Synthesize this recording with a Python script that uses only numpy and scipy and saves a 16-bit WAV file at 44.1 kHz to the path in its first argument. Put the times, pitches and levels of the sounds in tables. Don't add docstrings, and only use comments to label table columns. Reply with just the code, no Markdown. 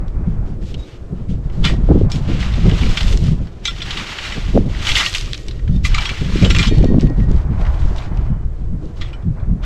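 import sys
import numpy as np
from scipy.fft import rfft, irfft, next_fast_len
from scipy.io import wavfile
from scipy.ndimage import map_coordinates

SR = 44100
rng = np.random.default_rng(int(sys.argv[2]) if len(sys.argv) > 2 else 0)


def bounce(signal):
    frames = np.transpose(np.atleast_2d(signal))
    limited = np.clip(frames, -1, 1)
    pcm = np.round(limited * 32767).astype(np.int16)
    wavfile.write(sys.argv[1], SR, pcm)


N = 425565

# frequency_hz, level_db
ROCK_SPECTRUM = [(470, -41), (800, -12.5), (1470, -7.5), (1570, -8), (1770, -8), (2010, -5), (2490, -5),
                 (2910, -2), (6890, -14.5), (8300, -19.5)]
# pitch_hz, level_db, t60_s
TINE_MODES = [(1185, -6.5, 0.053), (1378, -7, 0.075), (1560, -16, .12), (1885, -10, 4.9), (2013, -13, 0.17),
              (2105, -12, 0.14), (2333, -13, 0.42), (2396, -8.5, 0.7), (2750, -18.5, 0.14),
              (3010, -15, 0.11), (3300, -7.5, 0.26), (3530, -7, 0.12), (3690, -11.5, 1), (3850, -9.5, 0.2),
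              (4000, -12.5, .25), (4115, -5, .25), (4301, -13, 0.42), (4390, -11.5, 1.1), (4850, -7, 0.041),
              (5360, -1, .28), (5610, -7, 0.12), (6123, -7, .3), (6685, -6.5, 0.11), (7020, -2, 0.093),
              (7480, -4, 0.1), (7865, -2.5, 0.14), (8293, -11, 0.11), (8800, -7, .3), (9300, -3, 0.18)]


def amp(db):
    return 10 ** (np.asarray(db) / 20)


def unit(x):
    return x / np.sqrt(np.mean(x ** 2) + 1e-20)


def envelope(rows):
    return np.interp(np.arange(N) / SR, *np.transpose(rows))


def wobble(rate_hz):
    knots = rng.standard_normal(int(N * rate_hz / SR) + 4)
    return map_coordinates(knots, [np.arange(N) * rate_hz / SR])


def swells(rows, rise_s, fall_s):
    out, t = np.zeros(N), np.arange(N) / SR
    for s, length, db in rows:
        part = slice(max(round((s - 4 * rise_s) * SR), 0), round((s + length + 8 * fall_s) * SR))
        before, after = np.maximum(s - t[part], 0), np.maximum(t[part] - s - length, 0)
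        out[part] += amp(db) * np.exp(-(before / rise_s) ** 2 - after / fall_s)
    return out


def along(points, hz):
    f, db = np.transpose(points)
    return amp(np.interp(np.log(hz + 1), np.log(f + 1), db))


def filtered(x, response):
    m = next_fast_len(N + SR // 2)
    return irfft(rfft(x, m) * response(np.fft.rfftfreq(m, 1 / SR)), m)[..., :N]


def noise(spectrum):
    return unit(filtered(rng.standard_normal(N), lambda hz: along(spectrum, hz)))


def resonance(hz, centre_hz, width_hz):
    return 1j * hz * width_hz / (centre_hz ** 2 - hz ** 2 + 1j * hz * width_hz)


def steel(hz, scatter_db, longest_s):
    f, db, t60 = np.transpose(TINE_MODES)[..., None]
    width_hz = np.log(1000) / np.pi / np.minimum(t60, longest_s)
    return np.sum(amp(db + scatter_db) * resonance(hz, f, width_hz), axis=0)


def wind():
    # time_s, level_db
    gusts = [(0.0, -19), (0.8, -16.5), (0.86, -42.5), (0.94, -25.5), (1.72, -11), (2.01, -13), (2.1, -17.5),
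             (2.93, -8), (2.96, -19), (3.03, -9.5), (3.44, -14.5), (3.49, -32.5), (3.84, -18),
             (4.16, -30.5), (4.57, -10.5), (4.62, -14), (5.51, -23.5), (5.75, -8.5), (6.13, -19),
             (6.4, -10.5), (6.72, -13), (6.77, -8.5), (7.0, -12.5), (7.17, -10), (7.52, -10), (8.09, -17.5),
             (8.28, -10.5), (8.38, -22.5), (8.46, -14.5), (8.57, -25), (8.65, -14.5), (9.11, -23),
             (9.24, -24.5), (9.38, -22.5), (9.57, -15), (9.65, -17)]
    # frequency_hz, level_db
    rumble_spectrum = [(8.8, -5), (15, -6.5), (36, -1.5), (130, -15.5), (170, -31.5), (290, -120)]
    flutter_spectrum = [(50, 8), (90, 10), (170, 12), (250, 0), (400, -50.5), (900, -120)]
    rasp_spectrum = [(150, 0.5), (260, 1), (450, -7.5), (700, -21), (1200, -34.5), (2200, -53),
                     (5000, -120)]
    # start_s, length_s, flutter_db, rasp_db
    buffets = [(0., 0.34, -41, -37), (0.25, 0.084, -17.5, -36.5), (0.342, 0.49, -41, -38.5),
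               (0.77, 0.013, -29, -44), (1.105, 0.073, -25, -37), (1.297, 0.088, -16, -32),
               (1.567, 0.11, -14, -26.5), (1.7, 0.24, -18, -26), (1.89, 0.038, -23, -13.5),
               (1.95, 0.022, -11.5, -16), (2.011, 0.011, -8, -27), (2.146, 0.054, -16.5, -30),
               (2.27, 0.085, -17, -22.5), (2.397, 0.066, -15, -30), (2.587, 0.047, -13.5, -25),
               (2.649, 0.033, -13.5, -14.5), (2.81, 0.15, -26.5, -28.5), (3.047, 0.18, -29.5, -34),
               (3.246, 0.081, -14.5, -30), (3.402, 0.026, -24.5, -34), (3.555, 0.02, -24.5, -42),
               (3.787, 0.03, -51, -50), (3.95, 0.082, -36, -35), (4.33, 0.041, -28, -29),
               (4.49, 0.17, -17, -33), (4.544, 0.029, -13.5, -12.5), (4.7, 0.01, -26, -20),
               (5.695, 0.05, -15.5, -31.5), (6.218, 0.044, -15, -22), (6.354, 0.008, -10.5, -21),
               (6.423, 0.016, -16.5, -20), (6.46, 0.008, -16, -22), (6.5, 0.024, -18, -24),
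               (6.561, 0.093, -15, -24.5), (6.719, 0.015, -18, -15.5), (6.77, 0.022, -13, -13.5),
               (6.831, 0.017, -9.5, -17), (6.909, 0.016, -13, -17), (6.943, 0.041, -8, -13.5),
               (7.031, 0.016, -14.5, -21.5), (7.09, 0.013, -19, -23.5), (7.179, 0.073, -13.5, -28.5),
               (7.498, 0.019, -14.5, -28.5), (7.6, 0.014, -32, -36), (7.85, 0.034, -21.5, -32),
               (8.173, 0.015, -27, -57), (8.305, 0.024, -19, -39), (8.722, 0.014, -15.5, -42.5),
               (9.241, 0.063, -14.5, -39), (9.479, 0.077, -17.5, -41)]
    eddy = wobble(34)
    rumble_db = envelope(gusts)
    mean_db = rumble_db.mean()
    gust_db = rumble_db - mean_db
    flutter = amp(mean_db - 14.5 + 0.91 * gust_db + 2.2 * wobble(9.9))
    rasp = amp(mean_db - 20.5 + 0.59 * gust_db + 3 * wobble(7))
    rumble = amp(rumble_db + 1.93 * wobble(8))
    for gain, column in ((flutter, 2), (rasp, 3)):
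        gain += swells(np.array(buffets)[:, [0, 1, column]], rise_s=0.006, fall_s=0.035)
    out = np.zeros(N)
    for gain, spectrum, shared_db, own_db, rate_hz in ((rumble, rumble_spectrum, 1, 1.5, 12),
                                                       (flutter, flutter_spectrum, 3, 2.5, 50),
                                                       (rasp, rasp_spectrum, 3.5, 3.5, 80)):
        lumps = amp(shared_db * eddy + own_db * wobble(rate_hz))
        out += gain * unit(lumps * noise(spectrum))
    return out


def far_hiss():
    # frequency_hz, level_db
    air_spectrum = [(180, -52), (300, 1), (509, -6), (937, -23), (1220, -20), (2130, -31.5), (3180, -34.5),
                    (8300, -39)]
    return amp(-41.5 + 1.1 * wobble(1.66)) * noise(air_spectrum)


def stir(tilt):
    # time_s, level_db, treble_over_bass_db
    strokes = [
        [(2.2, -57, 4), (2.31, -32, -13), (2.42, -34.5, -7), (2.55, -36, -7), (2.69, -31.5, -8),
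         (2.95, -25.5, -2), (3.03, -26, -1), (3.2, -40, 20), (3.28, -32.5, -2), (3.36, -51.5, 20),
         (3.64, -57, -12)],
        [(3.7, -49, -6), (3.8, -38, -5), (3.92, -31, -9), (3.98, -29, -8.5), (4.3, -30, -8.5),
         (4.49, -34.5, -7), (4.57, -39.5, 4), (4.67, -45.5, 0)],
        [(4.66, -48, 5), (4.76, -34, -9), (4.89, -20.5, 1), (4.93, -22.5, 8), (4.97, -18, 10),
         (5.02, -19.5, -6), (5.08, -23, 20), (5.11, -28.5, 11), (5.16, -26, 19), (5.21, -30.5, 5),
         (5.29, -35, 1), (5.4, -45.5, 20), (5.51, -43, 4), (5.6, -57.5, 9), (5.83, -57, 13)],
        [(5.86, -57, 1), (5.9, -35, -19), (6.03, -25, -6.5), (6.13, -30.5, -9), (6.29, -34.5, -3),
         (6.4, -29.5, -5), (6.46, -25, -13), (6.49, -29.5, -1), (6.53, -30, 2), (6.59, -24, -1),
         (6.65, -27.5, -10), (6.72, -39, -9), (6.88, -43, -2), (7., -54, -5)],
    ]
    # start_s, length_s, level_db, treble_over_bass_db
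    scuffs = [(0.077, 0.027, -62.5, 0), (.28, 0.036, -59, 1), (0.626, .09, -51.5, 18),
              (0.467, 0.041, -64, 22), (0.788, 0.06, -53.5, 18), (0.873, 0.1, -52, -6),
              (1.302, 0.022, -48, 7), (1.536, 0.15, -50.5, 13), (1.651, 0.039, -26, -11),
              (1.7, 0.018, -43.5, 0), (1.16, 0.034, -59.5, -19), (1.45, 0.0172, -62, 14.5),
              (1.746, 0.29, -50, -2), (2.114, 0.056, -38, 16), (3.658, 0.035, -32, 1),
              (5.74, 0.039, -62, 13), (5.855, 0.005, -24.5, 16), (7.003, 0.016, -42.5, 13),
              (7.05, 0.1, -57, 8), (7.18, 0.056, -46.5, 7), (7.294, 0.12, -49.5, 7),
              (7.513, 0.062, -55, -8), (7.602, 0.032, -47.5, 13), (7.673, 0.036, -46, -1),
              (7.737, .03, -51, 6), (7.8, 0.18, -50.5, 20), (7.978, 0.071, -42.5, -2), (8.15, 0.11, -55, 0),
              (8.585, 0.013, -68, 6.5), (8.83, 0.066, -62, 20), (8.97, .02, -56, 18),
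              (9.017, 0.079, -46.5, -12), (9.64, .05, -40.5, -23.5)]
    t = np.arange(N) / SR
    gain = amp(-65.5)
    for stroke in strokes:
        s, level_db, bright_db = np.transpose(stroke)
        gain = gain + amp(np.interp(t, s, level_db + tilt * bright_db / 2, left=-150, right=-150))
    kicks = [(s, length, db + tilt * bright_db / 2) for s, length, db, bright_db in scuffs]
    return gain + swells(kicks, rise_s=0.013, fall_s=0.026)


def stone_clicks(count, cycles, spread_db, centre_hz):
    start, pitch, size = rng.random(count) * N, rng.standard_normal(count), rng.exponential(size=count)
    hz = np.clip(centre_hz * np.exp(.55 * pitch), 500, 14000)[:, None]
    k = np.arange(256)
    decay = np.exp(-k * hz / (cycles * SR))
    clicks = amp(spread_db * size)[:, None] * np.sin(2 * np.pi * hz * k / SR) * decay
    positions = start.astype(int)[:, None] + k
    return unit(np.bincount(positions.ravel(), clicks.ravel(), N + 256)[:N])


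def sliding_stones():
    clumps = amp(wobble(70) + 1.6 * wobble(20) + wobble(10))
    clicks = stone_clicks(count=18000, cycles=5, spread_db=1.9, centre_hz=3480)
    clicks = filtered(clicks, lambda hz: 1 / (1 + (hz / 7500) ** 6))
    grit = unit(clumps * (noise(ROCK_SPECTRUM) + 0.63 * clicks))
    bass = filtered(grit, lambda hz: 1 / (1 + (hz / 3000) ** 2))
    gravel = stir(tilt=-1.07) * bass + stir(tilt=0.74) * (grit - bass)
    tines = filtered(gravel, lambda hz: steel(hz, scatter_db=0, longest_s=0.08))
    return gravel + amp(-4.5) * tines


def soil():
    # time_s, level_db
    shifts = [(0.0, -44), (0.46, -45), (1.15, -56), (1.72, -40), (2.93, -39), (3.44, -46.5), (3.71, -52),
              (4.03, -43.5), (5.0, -42.5), (5.29, -82), (5.78, -56), (6.04, -44), (6.34, -61),
              (6.56, -47.5), (7.28, -42), (7.55, -40.5), (7.62, -36), (7.8, -34), (7.9, -41.5), (8.0, -37),
              (8.2, -42.5), (8.38, -46), (8.71, -53), (9.2, -45.5), (9.55, -49), (9.65, -41)]
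    # frequency_hz, level_db
    soil_spectrum = [(350, -33.5), (600, 4.5), (1000, 0.5), (1600, -6), (2500, -14), (5000, -100)]
    clods = unit(amp(1.5 * wobble(50) + 2.46 * wobble(10)) * noise(soil_spectrum))
    return (amp(envelope(shifts)) + amp(-24) * stir(tilt=0)) * clods


def stray_pebbles():
    return amp(-16.5) * stir(tilt=0.98) * stone_clicks(count=900, cycles=.8, spread_db=1.5, centre_hz=5000)


def impacts(rows, crunch_t60_s):
    size, lead = 6144, 256
    out, t, hz = np.zeros(N + SR), np.arange(size - lead) / SR, np.fft.rfftfreq(size, 1 / SR)
    stone = along(ROCK_SPECTRUM, hz)
    for s, db, colour_hz, *ring_db in rows:
        cutoff_hz = 5600 * amp(0.12 * db)
        rock = stone / np.sqrt(1 + (hz / cutoff_hz) ** 2)
        hiss, contacts, modes = rng.standard_normal((3, len(t)))
        lumps = amp(1.8 * np.interp(t * 250, np.arange(len(t)), contacts))
        crunch = lumps * amp(-60 * t / crunch_t60_s) * (1 - np.exp(-t / 0.0017))
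        crack = 0.49 * amp(-60 * t / 0.017)
        burst = np.pad(hiss * (crack + crunch), (lead, 0))
        colour = rock * (0.24 + abs(resonance(hz, colour_hz, 0.18 * colour_hz)))
        if ring_db:
            drive = colour + 0.089 * rock
            tines = steel(hz, scatter_db=2 * modes[:len(TINE_MODES), None], longest_s=0.085)
            colour = colour + drive * amp(ring_db[0]) * tines
        blow = irfft(rfft(burst) * colour, size)
        out[round(s * SR):][:size] += amp(db) * blow / np.abs(blow).max()
    return out[lead:][:N]


def stone_knocks():
    # start_s, peak_db, colour_hz
    knocks = [(.0807, -42, 1520), (.743, -25, 3220), (1.2875, -43, 2060), (1.499, -35, 2130),
              (2.1574, -22, 3770), (2.3783, -33, 2400), (2.6958, -19, 1910), (2.7125, -14.5, 3220),
              (2.7432, -26, 3080), (2.81, -20, 3470), (3.1733, -26, 4900), (3.241, -32, 2430),
              (3.472, -35, 1500), (3.709, -20, 3400), (3.763, -27, 3300), (3.7828, -24, 3510),
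              (3.8038, -20.5, 3170), (4.5765, -28, 1900), (4.8499, -15, 2820), (5.1477, -5.5, 2770),
              (5.3326, -24, 3900), (5.343, -15.5, 3900), (5.3785, -29, 2260), (5.484, -22.5, 4200),
              (5.5103, -23, 3880), (5.5927, -31.5, 1850), (5.6775, -28, 1530), (6.2467, -21, 3320),
              (6.8272, -25, 2130), (6.996, -27, 3050), (7.0154, -28, 1880), (7.0684, -30.5, 1900),
              (7.199, -30, 1900), (7.6123, -27.5, 1490), (7.65, -23.5, 1850), (7.665, -24, 1800),
              (7.742, -29, 750), (7.777, -34, 750), (7.79, -35, 750), (7.8163, -32, 1540),
              (7.981, -25, 4070), (8.02, -30, 2400), (8.06, -34, 1400), (8.1727, -34, 2800),
              (8.972, -39, 1610)]
    return impacts(knocks, crunch_t60_s=0.045)


def pebble_snaps():
    # start_s, peak_db
    snaps = [(0.0817, -34), (0.743, -21.5), (0.7986, -44), (0.9204, -44), (1.498, -44), (1.6417, -28.5),
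             (1.6546, -17), (2.1016, -27), (2.1176, -13), (2.1585, -23), (2.405, -21), (2.6958, -18),
             (2.7881, -28), (2.8553, -18), (2.8824, -26), (2.97, -16), (3.0315, -13), (3.081, -14.5),
             (3.128, -14), (3.1594, -34), (3.174, -13), (3.2405, -25), (3.249, -21), (3.269, -21),
             (3.472, -31), (3.654, -5), (3.673, -16), (3.8197, -26), (3.9689, -31), (4.1844, -24),
             (4.2535, -28), (4.8686, -12), (4.964, -2), (5.056, -9), (5.086, -15), (5.1033, -20),
             (5.13, -9), (5.1402, -9), (5.155, -16), (5.162, -22), (5.172, -9), (5.183, -11), (5.211, -11),
             (5.229, -31), (5.247, -24), (5.259, -20), (5.276, -31), (5.2904, -31), (5.333, -5.5),
             (5.378, -21), (5.4839, -17.5), (5.7638, -31), (5.8421, -29), (5.8481, -14), (5.947, -10),
             (6.0526, -19), (6.1554, -29), (6.423, -20), (6.4996, -12), (6.555, -24), (6.5864, -3),
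             (6.671, -12), (6.745, -35), (6.755, -26), (6.775, -26), (6.784, -19), (6.829, -23),
             (6.8447, -17), (6.996, -31), (7.01, -15.5), (7.016, -25), (7.1, -31), (7.2659, -44),
             (7.3148, -27), (7.364, -32), (7.3844, -49), (7.9623, -26), (7.9814, -37), (8.173, -30),
             (8.857, -36), (8.97, -39)]
    out, t, hz = np.zeros(N + SR), np.arange(256) / SR, np.fft.rfftfreq(512, 1 / SR)
    pebble = resonance(hz, centre_hz=3700, width_hz=5000) ** 2 / np.sqrt(1 + (hz / 7000) ** 6)
    for s, db in snaps:
        push = (t == 0) + 0.3 * rng.standard_normal(len(t)) * amp(-60 * t / 0.008)
        snap = irfft(rfft(push, 512) * pebble)
        out[round(s * SR):][:len(snap)] += amp(db) * snap / np.abs(snap).max()
    return out[:N]


def thin_whistles():
    # start_s, length_s, pitch_hz, level_db
    whistles = [(0.766, 0.098, 3805, -44), (5.735, 0.044, 3630, -42), (7.864, 0.63, 3010, -61)]
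    out = np.zeros(N)
    for s, length, hz, db in whistles:
        t = np.arange(round(length * SR)) / SR
        swell = np.sin(np.pi * t / length) ** .5 * (1 + 0.67 * np.cos(2 * np.pi * 30 * t))
        out[round(s * SR):][:len(t)] += amp(db) * swell * np.sin(2 * np.pi * hz * t)
    return out


def tine_clanks():
    # start_s, peak_db, colour_hz, ring_db
    clanks = [(1.6408, -10, 3520, 13), (1.65, -0.5, 3530, 12.5), (1.6722, -13, 2460, 9.5),
              (2.1178, -18.5, 4850, 28), (2.4094, -19.5, 3700, 10), (2.427, -17.5, 2200, 10),
              (2.5382, -20, 3530, 8), (2.8614, -19, 2800, 21), (2.9728, -4.5, 2930, 15),
              (3.0065, -10, 3220, -13), (3.6544, -7, 3500, 16), (3.6752, -6.5, 3530, 20),
              (3.818, -13, 3230, 17), (3.906, -12, 3300, 9), (3.971, -11.5, 3300, 12),
              (4.114, -35, 2390, 12), (4.1852, -11, 2800, 3), (4.2484, -16, 2290, 31),
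              (4.3217, -13.5, 2150, 19), (4.8685, -4, 2970, 16), (4.8903, -5, 2180, 16),
              (4.916, -6.5, 3300, 2), (4.9528, -0.5, 3140, 1), (4.9674, -4.5, 2020, 17),
              (4.9954, -5.5, 3040, 26), (5.029, -7.5, 1980, 22), (5.047, -9, 1900, 3), (5.061, -3, 2900, 8),
              (5.079, -18, 3540, 16), (5.8495, -8, 2140, 20), (5.944, -6.5, 2420, 18),
              (5.9818, -6.5, 1250, -10), (6.0546, -7.5, 2930, 11), (6.0916, -10, 2350, 7),
              (6.366, -21, 2430, 33), (6.4223, -12, 2400, 31), (6.4459, -6, 2960, 5), (6.503, -3, 2820, 14),
              (6.548, -8.5, 2320, 12), (6.562, -8, 2330, 10), (6.5906, -4, 2400, 18),
              (6.6281, -6.5, 3130, 15), (6.653, -12, 3020, 23), (6.672, -11, 3140, 22),
              (9.011, -21, 3300, 18.5), (9.018, -21.5, 1900, 12), (9.045, -34, 1200, 13),
              (9.085, -39, 2013, 16.5), (9.1304, -30, 2350, 16), (9.2229, -41, 1430, 17),
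              (9.3985, -39.5, 2400, 18)]
    return impacts(clanks, crunch_t60_s=0.042)


def clank_partials():
    # start_s, pitch_hz, level_db
    strong_partials = [(1.641, 3530, -18.5), (1.65, 3300, -14), (1.652, 1378, -16.5), (1.653, 3010, -15.5),
                       (1.655, 4115, -20.5), (1.658, 2396, -16), (1.66, 3530, -16.5), (1.675, 1885, -23),
                       (1.69, 3530, -28), (1.75, 1885, -31), (1.66, 6685, -36), (1.682, 7865, -37),
                       (1.72, 1885, -34), (3.04, 3530, -26), (3.075, 3530, -25), (3.6545, 6123, -21),
                       (3.657, 7865, -34), (3.655, 2333, -20.5), (3.657, 4115, -27), (3.675, 3530, -14),
                       (3.676, 1185, -26), (3.68, 1378, -20), (3.682, 2013, -26), (3.676, 5360, -30),
                       (3.695, 5360, -33), (3.735, 5360, -39), (3.8, 5610, -42), (3.82, 5610, -32),
                       (3.908, 5360, -39), (4.869, 3010, -17.5), (4.891, 2105, -17.5), (4.893, 3300, -17.5),
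                       (4.953, 3010, -18.5), (4.958, 2105, -20), (4.968, 2105, -15), (4.97, 6123, -26),
                       (5.005, 2013, -15), (5.03, 2013, -18), (5.046, 1885, -17.5), (5.062, 6685, -30),
                       (5.07, 1885, -21), (5.851, 5360, -38), (5.851, 1185, -16), (5.852, 2396, -26),
                       (5.853, 6123, -34), (5.946, 2396, -20), (5.946, 4115, -24), (5.947, 4850, -21),
                       (5.948, 1185, -18), (5.983, 2333, -15), (5.984, 3010, -23), (6.056, 3300, -17),
                       (6.057, 5610, -27), (6.057, 1185, -19), (6.093, 2333, -19), (6.094, 3300, -23),
                       (6.096, 4301, -27), (6.422, 2396, -19), (6.448, 1185, -16), (6.448, 3010, -16),
                       (6.55, 2105, -22), (6.551, 3300, -22), (6.562, 2396, -20.5), (6.592, 2396, -22),
                       (6.593, 3300, -17.5), (6.67, 3690, -27), (6.89, 3690, -40), (6.425, 6685, -32),
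                       (6.449, 7480, -25), (6.451, 6123, -32), (6.506, 7480, -27), (6.504, 5610, -25),
                       (6.562, 7480, -31), (6.594, 6685, -26), (6.595, 7480, -26), (6.675, 6123, -32),
                       (6.678, 7480, -37), (6.68, 6685, -42), (6.684, 8800, -40), (9.011, 3300, -30),
                       (9.012, 3530, -35), (9.018, 1885, -34), (9.04, 3530, -35), (9.085, 2013, -40),
                       (9.012, 1185, -27), (9.045, 1185, -38), (9.013, 5360, -53), (9.013, 6685, -42),
                       (9.028, 3530, -32), (9.055, 3300, -38), (9.07, 7865, -57), (9.131, 2396, -33),
                       (9.131, 7865, -57), (9.133, 3010, -37), (9.133, 1378, -33), (9.135, 4115, -53),
                       (9.14, 5610, -55), (9.226, 1378, -47)]
    out, t = np.zeros(N + SR), np.arange(SR // 5) / SR
    modes_hz, _, t60 = np.transpose(TINE_MODES)
    damped_t60 = np.minimum(t60, 0.105)
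    for s, hz, db in strong_partials:
        k = np.argmin(abs(modes_hz - hz))
        waver = amp(4 * np.interp(t * 150, np.arange(32), rng.standard_normal(32)))
        ring = amp(db - 60 * t / damped_t60[k]) * (1 - np.exp(-t / 0.0027)) * waver
        out[round(s * SR):][:len(t)] += ring * np.sin(2 * np.pi * modes_hz[k] * t)
    return out[:N]


def eddy_pops():
    # start_s, peak_db, pitch_hz
    eddies = [(1.889, -10, 413), (1.907, -14, 350), (1.955, -3, 260), (2.012, -5, 296), (2.035, -16, 202),
              (2.324, -29, 149), (2.635, -15, 185), (2.661, -32, 146), (2.678, -6.5, 147),
              (4.543, -19, 155), (4.553, -4.5, 260), (4.564, -4.5, 380), (4.5751, 2.5, 427),
              (4.58, -1, 200), (4.589, -6, 203), (4.72, -33, 155), (6.356, -5.5, 252), (6.385, -12, 170),
              (6.415, -8.5, 170), (6.432, -14, 390), (6.462, -13, 410), (6.501, -18, 273),
              (6.714, -25.5, 150), (6.722, -6.5, 265), (6.78, -1.5, 147), (6.832, -11, 216),
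              (6.84, -7, 410), (6.855, -6, 250), (6.885, -7, 158), (6.902, -8, 230), (6.943, -8, 422),
              (6.948, -5, 187), (6.965, -6, 220), (6.981, 1.5, 190), (7.039, -2.5, 170),
              (7.105, -10.5, 218), (7.742, -28, 149)]
    out, t = np.zeros(N + SR), np.arange(SR // 20) / SR
    for s, db, hz in eddies:
        age = 3 * hz * t
        swing = np.sin(2 * np.pi * hz * t * (1.3 - 6 * t)) * age ** 2 * np.exp(-age)
        out[round(s * SR):][:len(t)] += amp(db) * swing / np.abs(swing).max()
    return out[:N]


def lifted_head():
    # start_s, level_db
    lifts = [(5.189, -40.5), (6.689, -31.5)]
    out, t = np.zeros(N + SR), np.arange(SR) / SR
    airborne_s, beat_hz = 0.65, 5.6
    fade = np.clip(np.minimum(t / 0.012, (airborne_s - t) / 0.031), 0, 1)
    beat = 1 + .4 * np.cos(2 * np.pi * beat_hz * (t - .03))
    lasting_modes = [(hz, db, t60) for hz, db, t60 in TINE_MODES if t60 > .35]
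    for s, db in lifts:
        for hz, mode_db, t60 in lasting_modes:
            waver = amp(3 * wobble(40)[:SR])
            ring = amp(db + mode_db - 60 * t / t60) * waver * beat * fade
            out[round(s * SR):][:SR] += ring * np.sin(2 * np.pi * hz * t)
    return out[:N]


def scene():
    raking = sliding_stones() + soil() + tine_clanks() + stone_knocks() + pebble_snaps() + stray_pebbles()
    ringing = lifted_head() + clank_partials()
    return (raking + ringing + wind() + eddy_pops() + far_hiss() + thin_whistles())[None]


def record(dry):
    # frequency_hz, gain_db
    capsule_response = [(7000, -2), (8300, -3), (9300, -11), (12500, -13.5), (15600, -43.5)]
    heard = filtered(dry, lambda hz: along(capsule_response, hz))
    clipped = heard / (1 + np.abs(heard) ** 8) ** (1 / 8)
    return filtered(clipped, lambda hz: hz < 15633)


dry = scene()
out = record(dry)
bounce(out)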